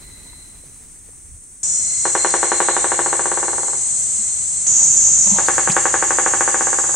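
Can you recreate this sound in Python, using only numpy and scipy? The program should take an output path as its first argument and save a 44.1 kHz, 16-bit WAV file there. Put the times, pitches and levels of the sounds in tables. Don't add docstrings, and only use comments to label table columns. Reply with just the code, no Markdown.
import sys
import numpy as np
from scipy import signal
from scipy.fft import rfft, irfft, next_fast_len
from scipy.io import wavfile
from scipy.ndimage import map_coordinates

SR = 44100
rng = np.random.default_rng(int(sys.argv[2]) if len(sys.argv) > 2 else 0)


def unload_wav(signal):
    wavfile.write(
        sys.argv[1],
        SR,
        np.round(np.clip(np.atleast_2d(signal).T, -1, 1) * 32767).astype(np.int16),
    )


N = 306803
TIME_S = np.arange(N) / SR


def woodpecker(roll, level_db, fade_db, fade_power, scatter_db, soft_hz=1700, soft_db=-11):
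    hard, soft = np.zeros((2, N))
    for start_s, db in strikes(roll, fade_db, fade_power):
        softness = min(1, amp(soft_db - db))
        hard[round(start_s * SR)] = amp(db) * (1 - softness)
        soft[round(start_s * SR)] = amp(db) * softness
    force = hard + filtered(soft, lambda hz: lowpass(hz, soft_hz, power=4))
    wood = amp(level_db) * signal.fftconvolve(force, trunk_knock(spot=roll))[:N]
    return trunk_to_microphone(wood, scatter_db)


# start_s, first_gap_s, shortening_per_gap_s, strike_count
ROLL_TIMING = [(2.0526, .0978, .002517, 25), (5.3847, .09866, .002453, 22)]

def strikes(roll, fade_db, fade_power, fastest_gap_s=.0501):
    start_s, first_gap_s, shortening_s, count = ROLL_TIMING[roll]
    k = np.arange(count)
    gaps = np.maximum(first_gap_s - shortening_s * k, fastest_gap_s)
    db = -fade_db * (k / k[-1]) ** fade_power
    db += rng.standard_normal(count)
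    db[0] -= 2.5
    return zip(start_s + np.cumsum(gaps) - gaps, db)


# frequency_hz, upper_spot_db, lower_spot_db
KNOCK_SPECTRA = [(61, -60.5, -66.5), (166, -15.5, -17), (297, -18, -15.5), (412, -5.5, -7),
                 (985, -2.5, -2.5), (1210, -4.5, -3.5), (1710, -3.5, 1.5), (2160, -7.5, -7),
                 (2400, -16.5, -12), (3600, -14.5, -19), (5900, -46, -55), (11700, -90.5, -85)]
# centre_hz, width_hz, lift_db
TRUNK_RESONANCES = [(200, 64, 6), (346, 23, 17), (516, 35.5, 8.5), (668, 86, -2.5), (790.6, 45, 9.5),
                    (869, 46, 5), (1099, 77, 9.5), (1466, 270, 4), (1643, 160, 3.5), (1787, 52, 3.5),
                    (2310, 76, 5), (2800, 36, 7.5)]

def trunk_knock(spot, contact_hz=2300):
    hz = np.fft.rfftfreq(SR // 2, 1 / SR)
    colour = amp(along(np.asarray(KNOCK_SPECTRA)[:, [0, spot + 1]], hz))
    contact = lowpass(hz, contact_hz, power=4)
    delay = np.exp(-2j * np.pi * hz * .002)
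    response = contact * delay * minimum_phase(colour / contact)
    for centre, width, db in TRUNK_RESONANCES:
        resonance = 1j * hz * width / (centre ** 2 - hz ** 2 + 1j * hz * width)
        response *= 1 + (amp(db) - 1) * resonance
    wave = irfft(response)
    return -wave / np.abs(wave).max()


# delay_s, level_db, cutoff_hz
KNOCK_PATHS = [(-.0033, -15.5, 1125), (0, -1, 3460), (.0063, -12, 4000), (.0145, -8.5, 825)]

def trunk_to_microphone(wood, scatter_db, deep_db=-9, side_db=-15.5):
    def paths(hz):
        return sum(amp(db) * np.exp(-2j * np.pi * hz * delay_s) * lowpass(hz, cutoff_hz)
                   for delay_s, db, cutoff_hz in KNOCK_PATHS)
    tail = amp(scatter_db) * forest_tail(stretch=0.59) + amp(deep_db) * forest_tail(stretch=4.4)
    tail_s = np.arange(tail.shape[1]) / SR
    tail *= 1 - np.exp(-(tail_s / 0.0034) ** 2)
    mid, side = signal.fftconvolve(wood[None], tail, axes=1)[:, :N]
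    return filtered(wood, paths) + mid + amp(side_db) * np.array([side, -side])


# frequency_hz, t60_s
FOREST_DECAY = [(200, 0.14), (500, 0.35), (1500, 0.15), (3000, 0.57), (7000, 0.19)]

def forest_tail(stretch):
    hz, t, noise = signal.stft(rng.standard_normal((2, SR)), SR, nperseg=256)
    t60_s = stretch * along(FOREST_DECAY, hz)[:, None]
    tail = signal.istft(noise * amp(-60 * t / t60_s), SR, nperseg=256)[1]
    return tail / np.linalg.norm(tail[0])


# start_s, end_s, level_db, attack_s, release_s
FIRST_CICADA_PHRASES = [(1.62, 1.75, -23, 0.0036, 0.047), (1.75, 2.4, -29, .05, 0.33)]
SECOND_CICADA_PHRASES = [(4.66, 5.31, -14.5, 0.0074, 0.13), (5.55, 6.7, -26, 0.22, 0.24)]
# frequency_hz, level_db
FIRST_CICADA_SPECTRUM = [(4500, -53), (5200, -6), (5500, -0.5), (5800, 4), (6400, 0), (7000, 15.5),
                         (7700, -31), (10000, -54)]
SECOND_CICADA_SPECTRUM = [(4200, -59), (5100, -37), (5450, -21), (5680, -17), (5950, -8), (6350, 1),
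                          (7050, 0), (7600, -6.5), (8300, -13), (10000, -57.5)]

def near_cicadas():
    first = spread(tymbal(click_hz=582, jitter=.022), FIRST_CICADA_SPECTRUM)
    second = spread(tymbal(click_hz=540, jitter=.022), SECOND_CICADA_SPECTRUM)
    first *= phrases(FIRST_CICADA_PHRASES)
    second *= phrases(SECOND_CICADA_PHRASES) * amp(0.56 * wobble(30))
    return shot(1) * first + shot(2) * second


def tymbal(click_hz, jitter):
    cycles = np.cumsum(click_hz * (1 + jitter * wobble(180) + .003 * wobble(4))) / SR
    position = np.interp(np.arange(1, int(cycles[-1])), cycles, np.arange(N))
    sample, fraction = position.astype(int), position % 1
    size = amp(2 * rng.standard_normal(len(position)))
    clicks = np.bincount(sample, size * (1 - fraction), N + 1)
    clicks += np.bincount(sample + 1, size * fraction, N + 1)
    bright = filtered(clicks[:N], lambda hz: hz > 4500)
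    return irfft(rfft(bright, N) * rfft(forest_tail(stretch=0.36), N), N)


# frequency_hz, level_db
FAR_CHORUS_SPECTRUM = [(2820, -56), (4800, -78), (5450, -7), (5990, -11.5), (6260, 0.5), (6780, -5.5),
                       (7350, -2), (8070, 7.5), (9110, 2.5), (9970, -3), (10700, -11.5), (13900, -76),
                       (22000, -120)]
MID_CHORUS_SPECTRUM = [(2710, -30.5), (4600, -31), (5080, -29.5), (6500, -6.5), (7840, 0.5), (8390, -2.5),
                       (8840, -7), (10700, -40.5), (13900, -97), (22000, -120)]
NEAR_CHORUS_SPECTRUM = [(2710, -20.5), (4600, -23.5), (5370, -26.5), (6210, -4.5), (6620, 1.5), (7380, 3.5),
                        (9130, -8.5), (10400, -28), (10700, -50), (13900, -61), (22000, -120)]

def cicadas(loud_top_hz=10858):
    far = shot(0) * chorus(FAR_CHORUS_SPECTRUM, level_db=-43.5, leader_db=-1, click_hz=582)
    mid = shot(1) * chorus(MID_CHORUS_SPECTRUM, level_db=-21, leader_db=-6.5, click_hz=505)
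    near = shot(2) * chorus(NEAR_CHORUS_SPECTRUM, level_db=-19.5, leader_db=0, click_hz=474)
    return far + filtered(mid + near + near_cicadas(), lambda hz: hz < loud_top_hz)


def chorus(spectrum, level_db, leader_db, click_hz):
    voices = rng.standard_normal((2, N)) + amp(leader_db) * unit(tymbal(click_hz, jitter=.016))
    return amp(level_db + 0.48 * wobble(4) + 0.16 * wobble(25)) * spread(voices, spectrum)


# peak_s, pitch_hz, level_db, half_width_s
DULL_BUMPS = [(4.206, 215, -38, 0.019), (5.278, 200, -28.5, 0.016), (5.329, 196, -17, 0.012),
              (5.365, 184, -31.5, 0.027), (5.701, 170, -16.5, 0.0057), (5.728, 171, -34, 0.011)]
# peak_s, centre_hz, level_db, half_width_s
LEAF_TICKS = [(0.263, 900, -54, .005), (0.333, 1030, -50, 0.0037), (0.638, 520, -47, 0.0023),
              (1.092, 470, -46.5, .005), (1.133, 845, -51.5, 0.0034), (2.307, 4800, -33, 0.011),
              (5.468, 4470, -33.5, 0.0062), (5.704, 2560, -26.5, 0.0081), (5.721, 4800, -27, .006)]
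# peak_s, level_db, half_width_s
SOFT_SCUFFS = [(4.83, -41.5, 0.034), (5.075, -39, 0.02), (5.274, -31.5, 0.0065), (5.315, -37, 0.014),
               (5.387, -31, 0.062)]
# frequency_hz, level_db
SCUFF_SPECTRUM = [(100, -24), (400, -26), (600, 7), (750, -3), (870, 8), (1000, 4), (1500, -15),
                  (4000, -8.5), (9000, -57)]

def close_noises():
    bumps = sum(amp(db) * swell(s, width) * np.sin(2 * np.pi * hz * (TIME_S - s))
                for s, hz, db, width in DULL_BUMPS)
    ticks = sum(amp(db) * swell(s, width) * noise_band(hz) for s, hz, db, width in LEAF_TICKS)
    scuff_gain = sum(amp(db) * swell(s, width) for s, db, width in SOFT_SCUFFS)
    return bumps + ticks + scuff_gain * stereo_noise(SCUFF_SPECTRUM)


# start_s, end_s, level_db, attack_s, release_s
INSECT_PHRASES = [(0, .38, -51.5, 0.007, 0.21), (1.63, 2.25, -36.5, 0.37, 1.5), (5.15, 5.35, -46, .1, .6)]
INSECT_PITCHES = [4050, 4175, 4220]

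def distant_insect(octave_db=-6, flutter_db=2):
    pitch_hz = sum(hz * shot(k) for k, hz in enumerate(INSECT_PITCHES))
    whine = far_tone(pitch_hz, blur_hz=81) + amp(octave_db) * far_tone(pitch_hz / 2, blur_hz=70)
    return whine * phrases(INSECT_PHRASES) * amp(flutter_db * wobble(14))


def distant_whistle(peak_s=2.7, level_db=-39, pitch_hz=3940, fall_hz_per_s=1000):
    glide_hz = pitch_hz - fall_hz_per_s * (TIME_S - peak_s)
    return amp(level_db) * swell(peak_s, half_width_s=0.22) * far_tone(glide_hz, blur_hz=200)


def far_tone(pitch_hz, blur_hz):
    phase = 2 * np.pi * np.cumsum(pitch_hz) / SR
    blur = filtered(rng.standard_normal((2, 2, N)), lambda hz: lowpass(hz, blur_hz))
    return unit(blur[0] * np.cos(phase) + blur[1] * np.sin(phase))


# frequency_hz, level_db
WIND_SPECTRUM = [(15, -14), (30, 5.5), (55, 1), (100, -2), (160, -15), (260, -23.5), (600, -68)]

def microphone_wind(breeze_db=-47, fall_db_per_s=4, puff_db=-41.5):
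    breeze = amp(breeze_db - fall_db_per_s * TIME_S)
    puff = amp(puff_db) * swell(peak_s=1.33, half_width_s=0.061)
    return shot(0) * (breeze + puff) * amp(1.3 * wobble(8.9)) * stereo_noise(WIND_SPECTRUM)


# frequency_hz, level_db
HUSH_SPECTRUM = [(80, -5), (170, -1.5), (320, -6), (550, -15.5), (1500, -18), (2100, -15.5), (3000, -22.5),
                 (5000, -21), (12000, -24.5), (15500, -25)]
AIR_SPECTRUM = [(25, -10.5), (60, 4), (130, 3.5), (220, -2.5), (350, -13), (700, -11), (1500, -19.5),
                (3000, -19.5), (5000, -11), (9000, -22), (11000, -95)]
# opening_level_db, fall_db_per_s
AIR_LEVELS = [(-47.5, 6), (-44, 0.4), (-38, 2.2)]

def forest_air():
    gain = sum(shot(k) * amp(db - fall * (TIME_S - SHOT_EDGES[k]))
               for k, (db, fall) in enumerate(AIR_LEVELS))
    hush = amp(wobble(30)) * stereo_noise(HUSH_SPECTRUM)
    return gain * np.where(shot(0), hush, stereo_noise(AIR_SPECTRUM))


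SHOT_EDGES = [0, 1.632, 4.668, 7]

def shot(index):
    return (TIME_S >= SHOT_EDGES[index]) & (TIME_S < SHOT_EDGES[index + 1])


# frequency_hz, side_minus_mid_db
STEREO_WIDTH = [(60, -8), (140, -9), (330, -4), (780, -7), (1850, -15), (4350, -7.5), (10200, -0.5)]

def spread(pair, spectrum):
    mid = filtered(pair[0], lambda hz: amp(along(spectrum, hz)))
    side = filtered(pair[1], lambda hz: amp(along(spectrum, hz) + along(STEREO_WIDTH, hz)))
    return np.array([mid + side, mid - side]) / np.std(mid)


def stereo_noise(spectrum):
    return spread(rng.standard_normal((2, N)), spectrum)


def noise_band(centre_hz, log_width=0.21):
    noise = rng.standard_normal(N)
    return unit(filtered(noise, lambda hz: 1 / (1 + (np.log((hz + 1) / centre_hz) / log_width) ** 2)))


def phrases(rows):
    gain = np.zeros(N)
    for start_s, end_s, db, attack_s, release_s in rows:
        rise = 1 - np.exp(-np.maximum(TIME_S - start_s, 0) / attack_s)
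        fall = np.exp(-np.maximum(TIME_S - end_s, 0) / release_s)
        gain += amp(db) * rise * fall
    return gain


def swell(peak_s, half_width_s):
    return np.exp(-((TIME_S - peak_s) / half_width_s) ** 2)


def wobble(rate):
    return map_coordinates(rng.standard_normal(int(N * rate / SR) + 4), [TIME_S * rate], order=2)


def filtered(x, response):
    size = next_fast_len(N + SR // 2)
    return irfft(rfft(x, size) * response(np.fft.rfftfreq(size, 1 / SR)), size)[..., :N]


def lowpass(hz, cutoff_hz, power=2):
    return 1 / (1 + (hz / cutoff_hz) ** power)


def minimum_phase(gain):
    cepstrum = irfft(np.log(np.maximum(gain, 1e-6)))
    half = len(cepstrum) // 2
    return np.exp(rfft(np.r_[cepstrum[0], 2 * cepstrum[1:half], np.zeros(half)]))


def along(points, hz):
    knots_hz, values = np.transpose(points)
    return np.interp(np.log(hz + 1), np.log(knots_hz + 1), values)


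def amp(db):
    return 10 ** (np.asarray(db) / 20)


def unit(x):
    return x / np.sqrt(np.mean(x ** 2) + 1e-20)


def scene():
    drumming = woodpecker(roll=0, level_db=0.5, fade_db=15.5, fade_power=3.16, scatter_db=-3.5)
    drumming += woodpecker(roll=1, level_db=2.0, fade_db=12.5, fade_power=3.7, scatter_db=-4.0)
    forest = drumming + cicadas() + distant_insect() + distant_whistle()
    forest += close_noises() + microphone_wind() + forest_air()
    left_db = -.4 * shot(0) + 0.53 * shot(1) + 0.52 * shot(2)
    return forest * amp([left_db, -left_db])


def record(dry, top_hz=15800):
    return filtered(np.clip(dry, -1, 1), lambda hz: hz < top_hz)


dry = scene()
out = record(dry)
unload_wav(out)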